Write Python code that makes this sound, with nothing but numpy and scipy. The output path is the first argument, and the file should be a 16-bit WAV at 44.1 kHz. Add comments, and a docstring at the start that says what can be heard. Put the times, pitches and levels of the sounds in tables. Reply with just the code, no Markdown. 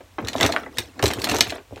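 """A quiet room, a wooden table: a hand rummages in a vinyl bag, heard from above by a camera microphone.
Plastic tubes, pencils and compacts click and knock as damped modes; flat cases slap as short falling tones.
Random grains make the small contacts that rattle between them, and noise makes the rustle of the bag's skin.
The table top booms on three low modes; noise tails answer as bag and room over a steady hush."""
import sys
import numpy as np
from scipy import signal
from scipy.fft import rfft, irfft, next_fast_len
from scipy.io import wavfile
from scipy.ndimage import uniform_filter1d

SR = 44100
rng = np.random.default_rng(int(sys.argv[2]) if len(sys.argv) > 2 else 0)


def file_out(sig):
    """Save sig as 16-bit WAV at sys.argv[1]."""
    # one column per channel
    cols = np.atleast_2d(sig).T
    # limit, then scale
    lim = np.clip(cols, -1, 1)
    pcm = np.round(lim * 32767).astype(np.int16)
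    wavfile.write(sys.argv[1], SR, pcm)


def volts(x):
    """Linear amplitude factor 10**(x/20) for a level x in dB, scalar or array-like."""
    e = np.asarray(x, float) / 20
    return 10 ** e


N = 79380  # samples, 1.8 s
TOP_HZ = 16000  # upper limit of the microphone and of the small contacts


def unit(x):
    """Scale to rms 1."""
    return x / np.sqrt(np.mean(x ** 2) + 1e-20)


def along(points, hz):
    """Interpolate (frequency [Hz], value) points on a log frequency axis."""
    f, value = np.transpose(points)
    return np.interp(np.log(hz + 1), np.log(f + 1), value)


def filtered(x, response):
    """Multiply the spectrum of x by a response of frequency."""
    size = next_fast_len(N + 8192)
    hz = np.fft.rfftfreq(size, 1 / SR)
    return irfft(rfft(x, size) * response(hz), size)[..., :N]


def hiss(spectrum):
    """Coloured noise of rms 1."""
    white = rng.standard_normal(N)
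    return unit(filtered(white, lambda hz: volts(along(spectrum, hz))))


def place(times, sounds):
    """Sum the rows of sounds at their times."""
    start = np.round(np.asarray(times) * SR).astype(int)
    at = start[:, None] + np.arange(sounds.shape[1])
    return np.bincount(at.ravel(), sounds.ravel(), N + SR)[:N]


def ringing(hz, db, t60, attack_s, size):
    """Sum decaying sine modes from (blows, modes) arrays into one row of peak 1 per blow."""
    t = np.arange(size) / SR
    decay = volts(db[..., None] - 60 * t / t60[..., None])
    sign = np.resize([1, -1], hz.shape[1])[:, None]  # neighbouring modes start in opposite directions
    ring = (decay * sign * np.sin(2 * np.pi * hz[..., None] * t)).sum(1)
    ring = ring * (1 - np.exp(-t / attack_s))
    return ring / np.abs(ring).max(1, keepdims=True)


def crowd(hz, low_hz, soft_hz, crowd_db, tilt_db, count):
    """Each pitch plus count modes around it, tilted per octave and cut by soft contact above soft_hz."""
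    spot = (np.arange(count) + rng.random((len(hz), count))) / count
    f = low_hz * (2 * soft_hz / low_hz) ** spot
    away = np.log2(f / hz[:, None])  # octaves from the pitch
    tilt = np.where(away > 0, tilt_db, 0.5)  # under the pitch: 0.5 dB up per octave down
    soft_loss = 20 * np.log10(1 + (f / soft_hz) ** 4)
    level = crowd_db - tilt * away - soft_loss
    return np.column_stack([hz, f]), np.pad(level, ((0, 0), (1, 0)))


# hush of the room, shape of the spectrum: (frequency [Hz], relative level [dB per Hz])
AIR_SPECTRUM = [(24, -33), (40, 23), (96, 19.5), (170, -2), (620, 1), (2700, -3), (5580, -7.5),
                (16000, -16.5)]


def air():
    """Steady coloured noise, the hush of the room at the microphone."""
    return volts(-51.5) * hiss(AIR_SPECTRUM)


def grains(per_s, hz, octaves, cycles, spread_db, size):
    """Many small random contacts, each a damped sine; the sum has rms 1."""
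    count = 2000  # more than fit in the scene
    u, t = rng.random((count, 3)), np.arange(size) / SR
    s = np.cumsum(-np.log(u[:, 0])) / per_s
    f = np.clip(hz * 2 ** (octaves * rng.standard_normal(count)), 260, TOP_HZ)[:, None]
    level = volts(np.clip(-spread_db * np.log(u[:, 1:2]), -9, 7))
    sign = np.sign(u[:, 2:] - .5)
    rows = level * sign * np.exp(-t * f / cycles * 2) * np.sin(2 * np.pi * f * t)
    heard = s < N / SR
    return unit(place(s[heard], rows[heard]))


# slope of the bright noise in rustle and click cracks: (frequency [Hz], relative level [dB per Hz])
TREBLE_SPECTRUM = [(1760, -11.5), (3000, -25.5), (3940, -7), (4860, -10.5), (9600, -17.5), (14700, -20),
                   (16000, -33.5)]
# how hard the hand stirs, each level before its trim:
# (time [s], rattle level [dB], level of ticks and vinyl rustle [dB])
HAND_STIR = [(.17, -57, -89), (.21, -28.5, -72), (.32, -34, -61.5), (.44, -18.5, -44), (.54, -31.5, -54.5),
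             (.7, -42.5, -79), (.8, -40, -53.5), (0.937, -51, -78.5), (1.048, -21, -56), (1.16, -30.5, -59),
             (1.331, -26, -46), (1.559, -39.5, -59.5), (1.64, -77, -88), (1.77, -40, -70)]
RATTLE_DB, TICK_DB, RUSTLE_DB = -5, 12.5, 5  # trims
CRINKLE_DB = 3.5  # rms wander of the rustle level


def stirring():
    """Small contacts, bright ticks and the noise of the vinyl skin follow the strength of the hand."""
    s, low_db, high_db = np.transpose(HAND_STIR)
    t = np.arange(N) / SR
    low, high = volts(np.interp(t, s, low_db)), volts(np.interp(t, s, high_db))
    rattle = grains(per_s=570, hz=598, octaves=1.227, cycles=4.8, spread_db=4.5, size=900)
    ticks = grains(per_s=390, hz=4850, octaves=0.875, cycles=27, spread_db=-2.5, size=400)
    wander = unit(uniform_filter1d(rng.standard_normal(N), size=160))
    rustle = volts(RUSTLE_DB + CRINKLE_DB * wander) * hiss(TREBLE_SPECTRUM)
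    return volts(RATTLE_DB) * low * rattle + high * (volts(TICK_DB) * ticks + rustle)


# duller knocks of hollow cases, times before the shared delay:
# (time [s], peak level [dB], pitch [Hz], loss above the pitch [dB per octave])
CASE_KNOCKS = [(0.004, -33, 579, 3), (0.1831, -17.5, 341, -0.5), (0.22, -28.5, 220, 16),
               (0.279, -25, 1880, -6), (0.399, -16, 655, -4.5), (0.408, -11.5, 1976, 21),
               (0.423, -10.5, 313, -5), (0.448, -7.5, 586, -4), (0.494, -17, 680, 6),
               (0.534, -18.5, 682, 0.5), (0.562, -13.5, 674, -2), (0.619, -37, 340, 14),
               (0.631, -28.5, 1385, -4), (0.66, -27, 1990, 32), (0.7856, -29, 494, 6),
               (0.792, -27.5, 325, 0), (0.992, -20.5, 1710, 8), (1.036, -10, 420, 8.5),
               (1.101, -17, 672, -4), (1.182, -23, 374, 4), (1.235, -21, 278, 1), (1.268, -14.5, 737, -3),
               (1.29, -15.5, 694, -2.5), (1.314, -15.5, 289, 1.5), (1.344, -13, 448, 2),
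               (1.355, -16, 373, -0.5), (1.385, -18, 930, 0.5), (1.406, -19.5, 686, 3),
               (1.466, -22, 710, -5.5), (1.52, -17.5, 665, -0.5), (1.556, -27, 646, -2),
               (1.579, -26.5, 418, 0), (1.726, -35, 282, 11), (1.772, -34, 1530, -8)]
KNOCK_DELAY_S = 0.00204
KNOCK_T60_S, KNOCK_SHORTER = 0.06, 0.43  # decay at 500 Hz; exponent by which higher modes die faster


def knocks():
    """Lower modes of hollow cases, damped by hand and bag."""
    s, db, hz, dull_db = np.transpose(CASE_KNOCKS)
    f, level = crowd(hz, low_hz=257.2, soft_hz=3288, crowd_db=-9.5, tilt_db=dull_db[:, None], count=26)
    t60 = KNOCK_T60_S * (500 / f) ** KNOCK_SHORTER
    ring = ringing(f, level, t60, attack_s=0.00027, size=4000)
    return place(s + KNOCK_DELAY_S, volts(db)[:, None] * ring)


# decay of the room: (frequency [Hz], t60 [s])
ROOM_DECAY = [(300, 0.31), (10000, 0.14)]
ROOM_DB, BAG_DB, BAG_T60_S, REBOUNDS_PER_S = -10.5, -14, 0.076, 990


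def echoes(x):
    """Separate rebounds inside the bag and off the table, plus the room; new ones for every stretch of sound."""
    out, hop = np.zeros(N + SR), 512
    for i in range(0, N, hop):
        hz, t, z = signal.stft(rng.standard_normal(SR // 4), SR, nperseg=128)
        decay = volts(-60 * t / along(ROOM_DECAY, hz)[:, None])
        room = signal.istft(z * decay, SR, nperseg=128)[1]
        lag = np.arange(len(room)) / SR
        hit = rng.random(len(room)) < REBOUNDS_PER_S / SR
        bag = rng.standard_normal(len(room)) * hit * volts(-60 * lag / BAG_T60_S)
        tail = volts(ROOM_DB) * room / np.linalg.norm(room) + volts(BAG_DB) * bag
        wet = signal.fftconvolve(x[i:i + hop], tail)
        out[i + 90:][:len(wet)] += wet  # starts 2 ms late
    return out[:N]


# flat cases slapped, hardly ringing: (time [s], peak level [dB], final pitch [Hz])
CASE_SLAPS = [(0.1833, -17, 720), (0.3529, -12.5, 540), (0.4403, -8.5, 442), (0.4913, -15, 644),
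              (0.5632, -4.5, 1224), (1.029, -10.5, 547), (1.3415, -12.5, 650), (1.709, -36, 415),
              (1.7242, -27.5, 370), (1.767, -31, 357)]
RISE_CYCLES = 0.75  # from start to peak
GLIDE, GLIDE_CYCLES = 2.4, 0.4  # extra pitch at the start (share of the final pitch), its fall in cycles


def slaps():
    """A bending wave of two or three cycles whose high part arrives first."""
    s, db, hz = np.transpose(CASE_SLAPS)
    cycles = hz[:, None] * np.arange(1500) / SR
    turns = cycles + GLIDE * GLIDE_CYCLES * (1 - np.exp(-cycles / GLIDE_CYCLES))
    rise = cycles / RISE_CYCLES
    swell = (rise * np.exp(1 - rise)) ** 2
    return place(s, volts(db)[:, None] * swell * np.sin(2 * np.pi * turns))


# the table top booms under the load: (time [s], peak level [dB])
TABLE_BOOMS = [(0.229, -27), (0.35, -31.5), (0.427, -19.5), (0.78, -31), (1.028, -15), (1.171, -28),
               (1.296, -27), (1.346, -30), (1.406, -31.5), (1.47, -31.5), (1.711, -35.5), (1.76, -44)]
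# modes of the table top: (frequency [Hz], relative level [dB], t60 [s])
TABLE_MODES = [(67.3, 4, 0.11), (76.5, 0.5, 0.23), (106.1, 3.5, 0.16)]


def booms():
    """The low modes of the table top, softly pushed."""
    s, db = np.transpose(TABLE_BOOMS)
    hz, level, t60 = np.transpose(TABLE_MODES)[:, None] + np.zeros((len(s), 1))
    ring = ringing(hz, level, t60, attack_s=0.0035, size=12000)
    return place(s, volts(db)[:, None] * ring)


# hard plastic clicks, crack before its trim:
# (time [s], peak level of the ring [dB], pitch [Hz], crack relative to the ring [dB])
PLASTIC_CLICKS = [(0.248, -27, 3800, -30), (0.2721, -21.5, 4100, -13), (0.2842, -13, 4170, -10.5),
                  (0.3317, -21, 3860, -35.5), (0.362, -23, 3760, -18), (0.3818, -19.5, 3370, -33),
                  (0.4097, -8.5, 3420, -7.5), (0.4297, -3.5, 3720, -18), (0.447, -24, 3850, -6),
                  (0.4625, -11, 5970, -3), (0.501, -30, 4240, -12), (0.523, -12, 4125, -15),
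                  (0.7713, -24, 1830, -15), (0.7839, -15, 2474, -14), (0.7839, -12.5, 3750, -2.5),
                  (0.993, -26.5, 4470, -20), (1.026, -13, 2820, -4), (1.0385, -14.5, 2887, 0.5),
                  (1.057, -8.5, 4040, -10), (1.0636, -12, 3980, -3.5), (1.0791, -17.5, 7600, 0),
                  (1.0871, -17, 4130, -29), (1.106, -21, 3224, -16), (1.112, -16.5, 2060, -20),
                  (1.1349, -20.5, 3140, 2.5), (1.1927, -25.5, 2730, -11), (1.1983, -28.5, 3720, -1),
                  (1.218, -17.5, 4450, -6.5), (1.242, -9, 4200, -4.5), (1.2486, -14.5, 4100, -17),
                  (1.2889, -17, 2670, -8.5), (1.2958, -9.5, 4290, -9), (1.3138, -15.5, 2680, -3),
                  (1.3185, -18.5, 4000, -12), (1.345, -15.5, 5820, -3), (1.359, -19.5, 6300, -6),
                  (1.3655, -13.5, 6120, -13), (1.385, -18.5, 3420, 0), (1.4075, 0.5, 4520, -8.5),
                  (1.4078, -4.5, 6250, -32.5), (1.496, -19, 2610, -17), (1.5033, -17.5, 4090, -23),
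                  (1.7596, -33.5, 2470, -37)]
CLICK_T60_S, CRACK_T60_S, CRACK_DB = 0.014, 0.01603, 1.5  # the last trims every crack


def clicks():
    """Short bright modes of hard plastic plus a crack of treble noise."""
    s, db, hz, crack_db = np.transpose(PLASTIC_CLICKS)
    f, level = crowd(hz, low_hz=1629.0, soft_hz=7463, crowd_db=-9, tilt_db=1, count=26)
    ring = ringing(f, level, np.full(f.shape, CLICK_T60_S), attack_s=0.000073, size=1200)
    t = np.arange(2000) / SR
    decay = volts((db + crack_db + CRACK_DB)[:, None] - 60 * t / CRACK_T60_S)
    crack = decay * (1 - np.exp(-t / 0.00066))
    return place(s, volts(db)[:, None] * ring) + place(s, crack) * hiss(TREBLE_SPECTRUM)


def scene():
    """Contents of the bag with their echoes, then stirring, table and room hush."""
    bag = knocks() + slaps() + clicks()
    return (air() + stirring() + bag + echoes(bag) + booms())[None]


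# dips of the microphone: (centre [Hz], width [Hz], depth [share, 0-1])
MIC_DIPS = [(4710, 734, 0.31), (10260, 730, 0.59)]


def microphone(hz):
    """Response: resonant dips, a second-order low cut and a sharp upper limit."""
    low_cut_hz = 63
    response = (hz < TOP_HZ) * hz ** 2 / (hz ** 2 - low_cut_hz ** 2 - 1.3j * hz * low_cut_hz)
    for centre, width, depth in MIC_DIPS:
        band = 1j * hz * width
        response = response * (1 - depth * band / (centre ** 2 - hz ** 2 + band))
    return response


def top_cut(x):
    """Nothing passes above the cut-off."""
    return signal.sosfilt(signal.butter(12, 16330, fs=SR, output="sos"), x)


def record(dry):
    """The scene through the microphone, clipped at full scale."""
    mix = np.clip(filtered(dry, microphone), -1, 1)
    return top_cut(mix)


dry = scene()
out = record(dry)
file_out(out)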